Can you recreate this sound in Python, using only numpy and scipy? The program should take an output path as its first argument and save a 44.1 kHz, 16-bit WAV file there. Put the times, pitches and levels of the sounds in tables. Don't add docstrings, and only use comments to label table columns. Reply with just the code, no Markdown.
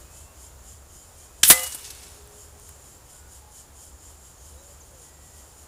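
import sys
import numpy as np
from scipy.fft import rfft, irfft, next_fast_len
from scipy.io import wavfile
from scipy.ndimage import map_coordinates

SR = 44100
rng = np.random.default_rng(int(sys.argv[2]) if len(sys.argv) > 2 else 0)


def wav_out(sig):
    wavfile.write(sys.argv[1], SR, np.round(np.clip(np.atleast_2d(sig).T, -1, 1) * 32767).astype(np.int16))


N = 250047
TIME = np.arange(N) / SR
HIT_S = 1.4995

# start in seconds, level in dB, hold and t60
# in seconds.
CRACKS = [(1.4318, -9, 0.00065, .004), (1.4336, -6, 0.0028, 0.023), (1.4513, -7, 0.00032, 0.0016),
          (1.4557, -16, 0.00033, .004)]
# frequency in Hz, relative level in dB.
TICK_COLOUR = [(1000, -16), (6000, -18.5), (8700, -3), (11000, -5), (15000, -14)]


def amp(db):
    return 10 ** (np.asarray(db) / 20)


def unit(x):
    return x / np.sqrt(np.mean(x ** 2) + 1e-20)


def curve(rows):
    return np.interp(TIME, *np.transpose(rows))


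def wobble(rate):
    return map_coordinates(rng.standard_normal(int(N * rate / SR) + 4), [TIME * rate], order=2)


def filtered(x, response):
    size = next_fast_len(N + 8192)
    return irfft(rfft(x, size) * response(np.fft.rfftfreq(size, 1 / SR)), size)[:N]


def noise(colour):
    hz, db = np.transpose(colour)
    white = rng.standard_normal(N)
    return unit(filtered(white, lambda f: amp(np.interp(np.log(f + 1), np.log(hz), db))))


def burst(start, rise, hold, t60):
    age = np.maximum(TIME - start, 0)
    return (1 - np.exp(-age / rise)) * np.exp(-np.log(1000) * np.maximum(age - hold, 0) / t60)


def ring(start, hz, db, t60, rise=.003):
    envelope = amp(db + wobble(39.9)) * burst(start, rise, 0, t60)
    return envelope * np.sin(2 * np.pi * hz * TIME + 0.15 * wobble(50))


def stalks(x, wet_db, count=12):
    delays = rng.uniform(.001, .012, count)
    sizes = rng.choice([-1, 1], count) / np.sqrt(count)
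    copies = sum(size * np.roll(x, int(delay * SR)) for delay, size in zip(delays, sizes))
    return unit(x + amp(wet_db) * filtered(copies, lambda hz: hz ** 2 / (hz ** 2 + 1500 ** 2)))


def breeze():
    # time in seconds, relative level in dB.
    rumble_levels = [(0.0, -50.5), (0.3, -54.5), (0.85, -52), (1.1, -55.5), (2.3, -55), (3.1, -55.5),
                     (4.7, -56), (5.67, -55.5)]
    rush_levels = [(0.0, -52), (0.7, -54), (2.3, -53), (4.1, -54.5), (5.67, -53.5)]
    # frequency in Hz, relative level in dB.
    rumble_colour = [(15, -37), (25, -18), (36, -8), (52, -3.5), (72, 5.5), (100, -9), (140, -11.5),
                     (300, -41.5)]
    rush_colour = [(100, -0.5), (250, -3), (450, -1), (900, -3), (1400, -7), (2200, -13.5), (4000, -15),
                   (6000, -12), (10000, -14.5), (15500, -17.5)]
    rumble = amp(curve(rumble_levels) + 3.5 + 0.78 * wobble(8.4)) * noise(rumble_colour)
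    rush = amp(curve(rush_levels) + 0.43 * wobble(12)) * noise(rush_colour)
    return rumble + rush


def chirring(glide_hz_per_s=1800):
    # peak time in seconds, level in dB, half length in seconds, pitch in Hz.
    chirrs = [(0.0, -54.5, .04, 6960), (0.184, -50.5, .06, 7200), (0.438, -50.5, .05, 6996),
              (0.705, -50.5, .048, 7054), (.96, -51.5, .05, 7015), (1.08, -59, .04, 7350),
              (1.223, -51.5, .048, 6974), (1.42, -54, .05, 7300), (2.161, -55, .06, 7000),
              (2.405, -51, .058, 7050), (2.667, -51.5, .062, 7013), (2.89, -52.5, .058, 7130),
              (3.142, -51.5, .055, 7216), (3.35, -51, .045, 7100), (3.582, -48.5, .042, 7023),
              (3.834, -49.5, .052, 7080), (4.071, -52.5, .06, 7180), (4.27, -54, .052, 7097),
              (4.472, -51.5, .06, 6914), (4.698, -53.5, .055, 7146), (4.872, -56, .05, 7050),
              (5.039, -51.5, .05, 7024), (5.256, -54.5, .04, 7130), (5.388, -52, .045, 7080),
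              (5.499, -56, .028, 7156), (5.61, -53.5, .04, 7144)]
    peaks, db, half_lengths, hz = np.transpose(chirrs)[:, :, None]
    ages = TIME - peaks
    swells = amp(db) * (np.exp(-.5 * (ages / half_lengths) ** 2) + 1e-9)
    pitches = hz + glide_hz_per_s * np.clip(ages, -2 * half_lengths, 2 * half_lengths)
    effort = swells.sum(0)
    return effort, (swells * pitches).sum(0) / effort


def insects(wander_hz=49.97, held_db=-63.5):
    # resonance in Hz, width in Hz, relative level in dB.
    wing_modes = [(3020, 260, -3), (5100, 1140, -3), (7130, 690, 5), (9480, 910, 3.5), (12500, 800, -4)]

    def wing(f):
        return sum((-1) ** k * amp(db) * 1j * f * width / (hz * hz - f * f + 1j * f * width)
                   for k, (hz, width, db) in enumerate(wing_modes))

    effort, pitch = chirring()
    strikes = rng.standard_normal(N) * amp(1.4 * wobble(700))
    rasp = effort * stalks(filtered(strikes, wing), wet_db=-4.5)
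    carrier = np.sin(2 * np.pi * np.cumsum(pitch + wander_hz * wobble(14)) / SR)
    note = carrier * noise([(20, -7), (200, -9), (420, -8.5), (900, -24), (3000, -61.5)])
    held = amp(held_db + 3.4 * wobble(12))
    shrill = np.hypot(amp(-3.5) * effort, held) * stalks(note, wet_db=-3.5)
    return rasp + shrill


def far_insects():
    # frequency in Hz, relative level in dB.
    hiss_colour = [(4000, -38), (6200, -23), (6900, 1), (7400, 0.5), (8100, -11), (9900, -2.5),
                   (11000, -17), (15000, -31)]
    return amp(-62.5 + 1.5 * wobble(11)) * stalks(noise(hiss_colour), wet_db=-1.5)


def far_calls():
    # start and length in seconds, first, middle and last pitch in Hz, level in dB.
    calls = [(0.021, 0.35, 2430, 2640, 2720, -66), (0.25, .1, 1090, 1100, 1090, -62),
             (1.153, 0.27, 2330, 2470, 2620, -69), (1.71, 1.09, 418, 415, 415.6, -62),
             (2.147, 0.28, 412, 415, 417, -53), (3.116, .19, 1480, 1460, 1457, -63),
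             (3.412, 0.11, 840, 850, 840, -58), (4.489, .26, 430, 549, 568, -57.5),
             (4.57, .05, 3830, 3880, 3950, -61), (4.801, 0.024, 7400, 6500, 5920, -48),
             (4.906, .13, 560, 520, 435, -57), (4.998, 0.46, 1950, 1932, 1924, -67.5)]
    voices = np.zeros(N)
    blur = .35 * wobble(45)
    fading = amp(1.1 * wobble(24.93))
    for start, length, *pitches, db in calls:
        progress = np.clip((TIME - start) / length, 0, 1)
        hz = np.polyval(np.polyfit([0, .5, 1], pitches, 2), progress)
        swell = np.minimum(1, 10 * np.minimum(progress, 1 - progress))
        voices += amp(db) * swell * np.sin(2 * np.pi * np.cumsum(hz) / SR + blur)
    return voices * fading


def report():
    # frequency in Hz, relative level in dB.
    crack_colour = [(20, -41), (60, -12), (170, -7), (430, -35.5), (800, -18), (1300, -13), (1600, -5.5),
                    (2400, -9.5), (3550, 1.5), (4400, -8.5), (5600, 0.5), (7700, -2.5), (11000, -9.5),
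                    (15200, -20)]
    scatter_colour = [(59, -52), (100, -21), (222, -20.5), (427, -36.5), (1820, -6.5), (2250, -11.5),
                      (2830, -3.5), (3970, -4.5), (4600, -8.5), (10200, 0), (15200, -9)]
    arrivals = sum(amp(db) * burst(start, .0001, hold, t60) for start, db, hold, t60 in CRACKS)
    crack = noise(crack_colour) * arrivals
    scatter = amp(-14.0) * noise(scatter_colour) * burst(CRACKS[1][0], 0.0084, hold=0.0047, t60=0.27)
    return crack + scatter


def pellet(pass_s=1.492, approach_db_per_s=681, leave_db_per_s=900):
    # frequency in Hz, relative level in dB.
    flight_colour = [(300, -26.5), (2000, -22.5), (6000, -21), (8000, -5), (10500, 1), (13000, -4),
                     (15500, -1)]
    flying = (TIME > CRACKS[0][0]) & (TIME < HIT_S)
    away_db = np.maximum(approach_db_per_s * (pass_s - TIME), leave_db_per_s * (TIME - pass_s))
    return flying * amp(-6 - away_db + wobble(500)) * noise(flight_colour)


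def target_smack():
    # frequency in Hz, relative level in dB.
    tear_colour = [(20, -41), (80, -17), (250, -10), (700, -10), (1300, -7), (2000, -3), (3000, -8.5),
                   (3700, -4), (5800, -6.5), (8000, -1), (10500, 1), (15200, -5.5)]
    # frequency in Hz, level in dB, t60 in seconds.
    board_modes = [(41, -32, 0.23), (173.4, -13, 0.043), (316.1, -11, 0.041), (425, -14, 0.04),
                   (662, -11, .04), (1040, -8.5, 0.038)]
    crackle = amp(-0.5 + 1.6 * wobble(900)) * stalks(noise(tear_colour), wet_db=-10)
    tear = crackle * burst(HIT_S, .0001, hold=0.0083, t60=0.089)
    thud = sum(ring(HIT_S + 0.003, *mode, rise=0.00073) for mode in board_modes)
    return tear + thud


def metal_support():
    # frequency in Hz, level in dB, undamped t60 in seconds.
    modes = [(519, -29.5, 0.65), (726, -37, 0.89), (842, -39, 0.54), (1217, -31.5, 0.57),
             (2028, -19.5, 0.38), (2620, -44, 0.98), (4060, -38, .5), (6720, -33, 0.65), (7350, -31, .45),
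             (7750, -20, 0.24)]
    # start in seconds, frequency in Hz, level in dB, t60 and rise in seconds.
    lingering_notes = [(1.56, 2902, -35, 0.69, 0.022), (1.607, 2908, -31.5, 0.24, 0.0074),
                       (1.849, 2600, -53, 0.71, .01)]
    damping = burst(HIT_S, 0.0011, hold=0.15, t60=0.15)
    struck = damping * sum(ring(HIT_S, *mode) for mode in modes)
    return struck + sum(ring(*note) for note in lingering_notes)


def debris(per_second=160, spread_db=7.0):
    landings = rng.random(N) < per_second / SR
    ticks = landings * rng.choice([-1, 1], N) * amp(spread_db * rng.uniform(-1.12, 1, N))
    hz, db = np.transpose(TICK_COLOUR)
    patter = unit(filtered(ticks, lambda f: amp(np.interp(f, hz, db))))
    return amp(-46.5) * patter * burst(HIT_S, .03, hold=0.083, t60=2.3)


def field_tail():
    # frequency in Hz, relative level in dB.
    grass_colour = [(150, -24.5), (430, -18), (800, -6.5), (1600, -5.5), (2300, -7), (4000, -7), (5500, -6),
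                    (7500, -1.5), (10500, 0), (13000, -6.5), (15200, -9)]
    tree_colour = [(300, -17.5), (600, -12), (1900, -5), (2700, -4), (4700, -3), (7500, -2), (10500, -5),
                   (13000, -16), (15200, -18)]
    grass = amp(-28.0 + 0.99 * wobble(200) + 1.2 * wobble(720)) * stalks(noise(grass_colour), wet_db=-7)
    trees = amp(-48 + 1.6 * wobble(120)) * stalks(noise(tree_colour), wet_db=-6)
    near = grass * burst(HIT_S, 0.015, hold=0.083, t60=0.72)
    far = trees * burst(HIT_S, .05, hold=0.54, t60=0.98)
    return near + far


def snaps():
    # start in seconds, level in dB, t60 in seconds.
    ticks = [(1.5297, -23, .004), (1.7464, -27.5, 0.052), (1.8066, -47, .05), (2.274, -46, .008),
             (2.597, -45, 0.0073), (2.69, -36.5, 0.013), (2.95, -50, .007), (3.332, -49, .007)]
    envelope = sum(amp(db) * burst(start, 0.00045, 0.002, t60) for start, db, t60 in ticks)
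    return noise(TICK_COLOUR) * envelope


def echoes():
    # start in seconds, level in dB, t60 in seconds, centre frequency in Hz.
    returns = [(1.632, -24.5, 0.069, 9300), (1.663, -30, 0.087, 7900), (1.72, -34, .1, 7500),
               (1.841, -36.5, 0.22, 6640), (1.9018, -32.5, 0.057, 7600), (2.03, -47, .25, 7500)]
    reflected = np.zeros(N)
    for start, db, t60, hz in returns:
        leaves = noise([(200, -30), (hz / 4, -17), (hz / 2, -7), (hz, 0), (1.57 * hz, -7), (2 * hz, -24)])
        reflected += amp(db) * burst(start, 0.0028, 0.004, t60) * leaves
    return reflected * amp(1.5 * wobble(400))


def scene():
    shot = report() + pellet() + target_smack() + metal_support()
    aftermath = snaps() + debris() + field_tail() + echoes()
    ambience = insects() + far_insects() + far_calls() + breeze()
    return (ambience + shot + aftermath)[None]


def record(dry, top_hz=15550):
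    clipped = dry[0] / (1 + np.abs(dry[0]) ** 6) ** (1 / 6)
    return filtered(clipped, lambda hz: 1 / (1 + (hz / top_hz) ** 300))[None]


dry = scene()
out = record(dry)
wav_out(out)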